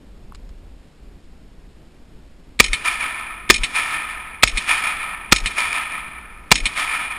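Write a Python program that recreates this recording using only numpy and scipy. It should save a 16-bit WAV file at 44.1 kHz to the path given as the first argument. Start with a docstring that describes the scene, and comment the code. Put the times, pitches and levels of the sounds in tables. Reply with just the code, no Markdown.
"""A light wind rumbles over a mown field. A hand taps a rifle stock; the safety catch ticks.
From 2.6 s the self-loading rifle fires five single shots right in front of a body-worn camera.
Each blast overloads the recorder and the recoil jolts the camera; the bolt runs back, rattles, slams home.
A quarter second after each shot the tree line returns a long echo that dulls as it rolls away."""
import sys
import numpy as np
from scipy import signal
from scipy.fft import rfft, irfft, next_fast_len
from scipy.io import wavfile

SR = 44100
rng = np.random.default_rng(int(sys.argv[2]) if len(sys.argv) > 2 else 0)


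def unload_wav(signal):
    """Save mono or channel-first audio to the path in sys.argv[1] as 16-bit WAV at rate SR, clipped to [-1, 1]."""
    wavfile.write(
        sys.argv[1],
        SR,
        np.round(np.clip(np.atleast_2d(signal).T, -1, 1) * 32767).astype(np.int16),
    )


N = 316638
HOLD_HZ = 12000  # recorder's sample-and-hold rate
HZ = np.fft.rfftfreq(4096, 1 / SR)  # grid of the filter curves

# shots: t/s, blast level/dB, blast length/s, boom lift/dB, boom f/Hz, echo level/dB, slap level/dB
SHOTS = [(2.5983, 2, 0.0082, 10.5, 240, 6.5, -3.5), (3.4994, 6.5, 0.0084, 7, 290, 7.5, -6),
         (4.432, 1.5, 0.0073, 14, 104, 9, -2), (5.3219, 2, 0.0081, 14.5, 83.3, 7.5, 1),
         (6.515, 0.5, 0.0096, 4, 590, 7.5, -4.5)]
# bolt slamming home: t/s, level/dB, chatter length/s
SLAMS = [(2.7315, -5, 0.01), (3.6343, -6, 0.011), (4.573, -4.5, 0.0064), (5.4588, -4.5, 0.0081),
         (6.6557, -4.5, 0.0082)]
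# camera housing resonances: f/Hz, width/Hz, lift/dB
HOUSING = [(974, 250, 10), (1282, 170, 15), (1793, 190, 11.5), (2190, 285, 9), (2419, 253, 14.5),
           (3445, 210, 5)]


def amp(db):
    return 10 ** (np.asarray(db) / 20)


def unit(x):
    return x / np.sqrt(np.mean(x ** 2) + 1e-20)


def curve_db(points):
    """Spectrum on HZ, interpolated over log frequency."""
    hz, db = np.transpose(points)
    return np.interp(np.log(HZ + 1), np.log(hz + 1), db)


def resonance_db(modes):
    """Summed lift of resonances on HZ."""
    return sum(db / (1 + (2 * (HZ - hz) / width_hz) ** 2) for hz, width_hz, db in modes)


def colour(x, db):
    """Minimum-phase filter; white noise keeps its power."""
    log_gain = np.log(unit(amp(db)))
    log_response = np.conj(signal.hilbert(np.r_[log_gain, log_gain[-2:0:-1]]))
    taps = np.fft.ifft(np.exp(log_response)).real
    return signal.oaconvolve(x, taps)[:len(x)]


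def lowpass(x, hz, size):
    """Steep FIR low-pass per channel."""
    taps = signal.firwin(size, hz, window=("kaiser", 8), fs=SR)
    return signal.oaconvolve(x, taps[None], "same", axes=1)


def wander(length, rate_hz):
    """Smooth random curve, RMS 1."""
    step = np.arange(length) * rate_hz / SR
    return unit(np.interp(step, np.arange(4000), rng.standard_normal(4000)))


def add(mix, start_s, sound):
    part = mix[max(round(start_s * SR), 0):][:len(sound)]
    part += sound[:len(part)]


def burst(hold_s, decay_s):
    """Dense tiny impacts: level, then decaying."""
    t = np.arange(SR // 8) / SR
    return rng.choice([-1., 1.], len(t)) * np.exp(-np.maximum(t - hold_s, 0) / decay_s)


def shot_noise(spectrum, gain_db, decay_s):
    """Decaying noise from the instant of each shot."""
    out, t = np.zeros(N), np.arange(2 * SR) / SR
    for shot_s, *_ in SHOTS:
        add(out, shot_s, amp(gain_db) * np.exp(-t / decay_s) * rng.standard_normal(len(t)))
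    return colour(out, curve_db(spectrum))


def touches(events, spectrum, gain_db, decay_s):
    """One short click per event."""
    out = np.zeros(N)
    for start_s, db in events:
        add(out, start_s, amp(db + gain_db) * burst(0, decay_s))
    return colour(out, curve_db(spectrum))


def blasts(gain_db=5, rise_s=0.001, fall_s=0.0009, ring_db=-20, ring_decay_s=0.012, boom_octaves=0.6):
    """Turbulent gas bursts from the muzzle, rings briefly and shakes the camera housing."""
    gas_spectrum = [(30, -7), (90, 5), (300, 0.5), (650, -6), (1200, -8.5), (2400, -1), (3200, 2),
                    (5600, 4.5)]  # f/Hz, level/dB
    out, t = np.zeros(N), np.arange(SR // 8) / SR
    for shot_s, db, length_s, boom_db, boom_hz, *_ in SHOTS:
        lift_db = boom_db / (1 + (np.log2((HZ + 1) / boom_hz) / boom_octaves) ** 2)
        shape_db = curve_db(gas_spectrum) + resonance_db(HOUSING) + lift_db
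        gas = colour(rng.standard_normal(2 * len(t)), shape_db)[len(t):]
        onset = np.minimum(t / rise_s, 1) ** 2
        after_s = np.maximum(t - length_s, 0)
        release = np.exp(-after_s / fall_s) + amp(ring_db) * np.exp(-after_s / ring_decay_s)
        add(out, shot_s, amp(db + gain_db) * onset * release * gas)
    return out


def action(contact_s=0.0032, hammer_lead_s=0.007, unlock_lead_s=0.012, bounce_loss_db=7, chatter_db=2):
    """The hammer falls; the bolt unlocks, bounces at the rear stop, slams home; the spring rings."""
    # buffer hitting the rear stop: t/s, level/dB, bounce interval/s
    knocks = [(2.6413, -15.5, 0.02), (3.541, -14, .019), (4.475, -18, .019), (5.3616, -16, 0.02),
              (6.5549, -14, 0.023)]
    # bolt and receiver resonances: f/Hz, width/Hz, lift/dB
    steel_modes = [(2320, 100, -14), (3054, 160, 10), (3860, 49, -0.5), (3707, 106, 7), (4070, 890, 10.5),
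                   (4690, 130, -0.5), (4800, 111, -14)]
    clack_spectrum = [(60, 1), (250, -1.5), (600, -21), (1500, -12.5), (2200, 3), (2800, 2), (4000, -3.5),
                      (5600, -2)]  # f/Hz, level/dB
    spring_spectrum = [(60, -45.5), (2800, -10.5), (3800, -31), (5300, 17), (5700, 8)]  # f/Hz, level/dB
    steel, spring = np.zeros((2, N))
    for shot_s, *_ in SHOTS:
        add(steel, shot_s - hammer_lead_s, amp(-19) * burst(contact_s, decay_s=0.0017))
    for knock_s, db, bounce_s in knocks:
        for part, unlock_db in (steel, -29), (spring, -22.5):
            add(part, knock_s - unlock_lead_s, amp(unlock_db) * burst(contact_s, decay_s=0.019))
        for k in range(3):
            hit_s, hit_db = knock_s + k * bounce_s, db - k * bounce_loss_db
            for part, part_db in (steel, 0), (spring, -2):
                add(part, hit_s, amp(hit_db + part_db) * burst(contact_s, decay_s=0.0071))
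    for slam_s, db, chatter_s in SLAMS:
        blow = burst(chatter_s, decay_s=0.011) + amp(4) * burst(0.001, decay_s=0.002)
        uneven_db = chatter_db * wander(len(blow), rate_hz=690)
        add(steel, slam_s, amp(db - 12 + uneven_db) * blow)
    steel_db = curve_db(clack_spectrum) + resonance_db(steel_modes) + resonance_db(HOUSING)
    return colour(steel, steel_db) + colour(spring, curve_db(spring_spectrum))


def recoil(kick_db=-24, kick_hz=46, kick_s=0.057, sway_db=-18.5, sway_hz=30, sway_s=0.022, lead_s=0.02):
    """The kick shakes the camera; a slower lurch follows as the bolt runs forward."""
    out, t = np.zeros(N), np.arange(SR // 3) / SR
    for (shot_s, *_), (slam_s, *_) in zip(SHOTS, SLAMS):
        kick = np.sin(2 * np.pi * kick_hz * t) * np.exp(-(t / kick_s) ** 2)
        from_peak_s = t - (slam_s - shot_s - lead_s)
        sway = -np.cos(2 * np.pi * sway_hz * from_peak_s) * np.exp(-(from_peak_s / sway_s) ** 2)
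        add(out, shot_s, amp(kick_db) * kick + amp(sway_db) * sway)
    return out


def buffeting():
    """The pressure wave hits the two microphone ports unequally."""
    puff_spectrum = [(20, 7), (100, 7.5), (400, -4.5), (1500, -26.5), (5500, -12.5)]  # f/Hz, level/dB
    return shot_noise(puff_spectrum, gain_db=-12, decay_s=0.0053)


def tree_echo(gain_db=-1, clump_db=1.2, clump_hz=130, grain_db=0.5, grain_hz=1500):
    """Countless trunks and crowns return the blast; air takes more treble from longer paths."""
    # tree stands, near to far: delay/s, level/dB, swell/s, fade/(dB/s)
    stands = [(0.151, -37, 0.031, 6), (0.266, -22.5, .013, 68), (.437, -26, 0.033, 49.5),
              (.61, -32, 0.02, 32)]
    echo_spectrum = [(30, -35), (90, -43), (280, -6), (480, -14.5), (700, -1), (950, -2.5), (1500, 3),
                     (2200, 4.5), (3000, 9.5), (4200, 5), (5600, 8.5)]  # f/Hz, level/dB
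    out, t = np.zeros(N), np.arange(2 * SR) / SR
    power = 0
    for delay_s, db, swell_s, fade_db_per_s in stands:
        arrival = np.exp(-(np.minimum(t - delay_s, 0) / swell_s) ** 2)
        power += arrival * amp(db - fade_db_per_s * np.maximum(t - delay_s, 0)) ** 2
    for shot_s, *_, echo_db, _ in SHOTS:
        uneven_db = clump_db * wander(len(t), clump_hz) + grain_db * wander(len(t), grain_hz)
        scatter = np.sqrt(power) * amp(uneven_db + echo_db + gain_db) * rng.standard_normal(len(t))
        hz, travel_s, frames = signal.stft(scatter, SR, nperseg=256)
        air_loss_db = 3 * (hz[:, None] / 1000) ** 1.516 * travel_s
        add(out, shot_s, signal.istft(frames * amp(-air_loss_db), SR, nperseg=256)[1])
    top_cut_db = 60 * (HZ > 0.6 * HOLD_HZ)
    return colour(out, curve_db(echo_spectrum) + resonance_db(HOUSING) - top_cut_db)


def trunk_slaps(gain_db=-11.5):
    """Single bare trunks throw each blast back as small, sharp slaps."""
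    trunks = [(.26, -5.5), (.2805, -7.5), (.406, -10), (.438, -12), (.598, -21)]  # delay/s, level/dB
    slap_spectrum = [(100, -24), (600, -3), (1200, -12), (2400, 3.5), (3500, -5.5), (5600, -1.5),
                     (7000, -55)]  # f/Hz, level/dB
    out = np.zeros(N)
    for shot_s, *_, slap_db in SHOTS:
        for delay_s, db in trunks:
            add(out, shot_s + delay_s, amp(db + slap_db + gain_db) * burst(0.004, decay_s=0.0015))
    return colour(out, curve_db(slap_spectrum) + resonance_db(HOUSING))


def ground_roll():
    """The blast's bass scatters off open ground."""
    roll_spectrum = [(30, -20), (90, -3), (280, 1), (500, -4), (1200, -6.5), (5000, -35)]  # f/Hz, level/dB
    return shot_noise(roll_spectrum, gain_db=-43.5, decay_s=0.3)


def handling():
    """A hand taps the stock and the safety catch ticks as the rifle is raised."""
    stock_taps = [(0.322, -38)]  # t/s, level/dB
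    tap_spectrum = [(60, -13), (600, -12), (1100, 10), (2000, -11), (5000, -31)]  # f/Hz, level/dB
    catch_ticks = [(0.3478, -26.5), (0.3545, -32), (0.4918, -36)]  # t/s, level/dB
    tick_spectrum = [(60, -11), (2000, -3.5), (3300, -5), (4200, 1), (5700, -3.5)]  # f/Hz, level/dB
    tap = touches(stock_taps, tap_spectrum, gain_db=-2, decay_s=0.0022)
    return tap + touches(catch_ticks, tick_spectrum, gain_db=-6, decay_s=0.0033)


def wind(gust_db=-2, gust_band_hz=(20, 60), breeze_db=-48, flutter_db=1):
    """Gusts rumble below a steady, slightly fluttering breeze."""
    gusts = [(0.0, -53), (0.14, -41), (0.65, -38), (0.96, -53), (1.01, -40.5), (1.92, -50), (2.5, -47)]  # t/s, level/dB
    breeze_spectrum = [(10, 1.5), (30, -18), (55, -7.5), (90, -14.5), (200, -12), (350, -17.5),
                       (700, -26.5), (1500, -39.5), (5000, -77.5)]  # f/Hz, level/dB
    flutter = amp(flutter_db * wander(N, rate_hz=12))
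    breeze = flutter * colour(rng.standard_normal(N), curve_db(breeze_spectrum))
    gust_filter = signal.butter(3, gust_band_hz, "band", fs=SR, output="sos")
    rumble = unit(signal.sosfilt(gust_filter, rng.standard_normal(N)))
    strength_db = np.interp(np.arange(N) / SR, *np.transpose(gusts))
    return amp(strength_db + gust_db) * rumble + amp(breeze_db) * breeze


def port_eddies(level_db=-68):
    """Eddies that differ between the two ports."""
    eddy_spectrum = [(30, -3), (120, 4.5), (350, 2), (700, -9.5), (3000, -18.5)]  # f/Hz, level/dB
    return amp(level_db) * colour(rng.standard_normal(N), curve_db(eddy_spectrum))


def hiss(level_db):
    """Faint, even microphone noise."""
    hiss_spectrum = [(50, -31), (1000, 1.5), (2500, 1), (5500, -4)]  # f/Hz, level/dB
    return amp(level_db) * colour(rng.standard_normal(N), curve_db(hiss_spectrum))


def scene(jolt_side_db=-17):
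    """Near mono; only buffeting, jolt, eddies and hiss differ between channels."""
    hands = handling()
    roll = ground_roll()
    buffet = buffeting()
    jolt = recoil()
    eddies = port_eddies()
    mid = blasts() + action() + jolt + roll + tree_echo() + trunk_slaps() + hands + wind() + hiss(-58.5)
    side = buffet + amp(jolt_side_db) * jolt + eddies + hiss(-83)
    return np.array([mid + side, mid - side])


def record(dry, gain_db=2, headroom=3.2, smooth_hz=13750, dull_hz=14000, edge_hz=15700):
    """The recorder saturates; its slow sample-and-hold mirrors mids into glassy treble; then it clips."""
    saturated = headroom * np.tanh(dry / headroom)
    narrow = lowpass(saturated, 0.486 * HOLD_HZ, size=201)
    mirrored = narrow * (1 + 2 * np.cos(2 * np.pi * HOLD_HZ * np.arange(N) / SR))
    size = next_fast_len(N)
    hold_droop = np.sinc(np.fft.rfftfreq(size, 1 / SR) / HOLD_HZ)
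    held = irfft(rfft(mirrored, size) * hold_droop, size)[:, :N]
    clipped = np.clip(amp(gain_db) * lowpass(held, smooth_hz, size=201), -1, 1)
    dulled = signal.sosfilt(signal.butter(2, dull_hz, fs=SR, output="sos"), clipped)
    return lowpass(dulled, edge_hz, size=255)


dry = scene()
out = record(dry)
unload_wav(out)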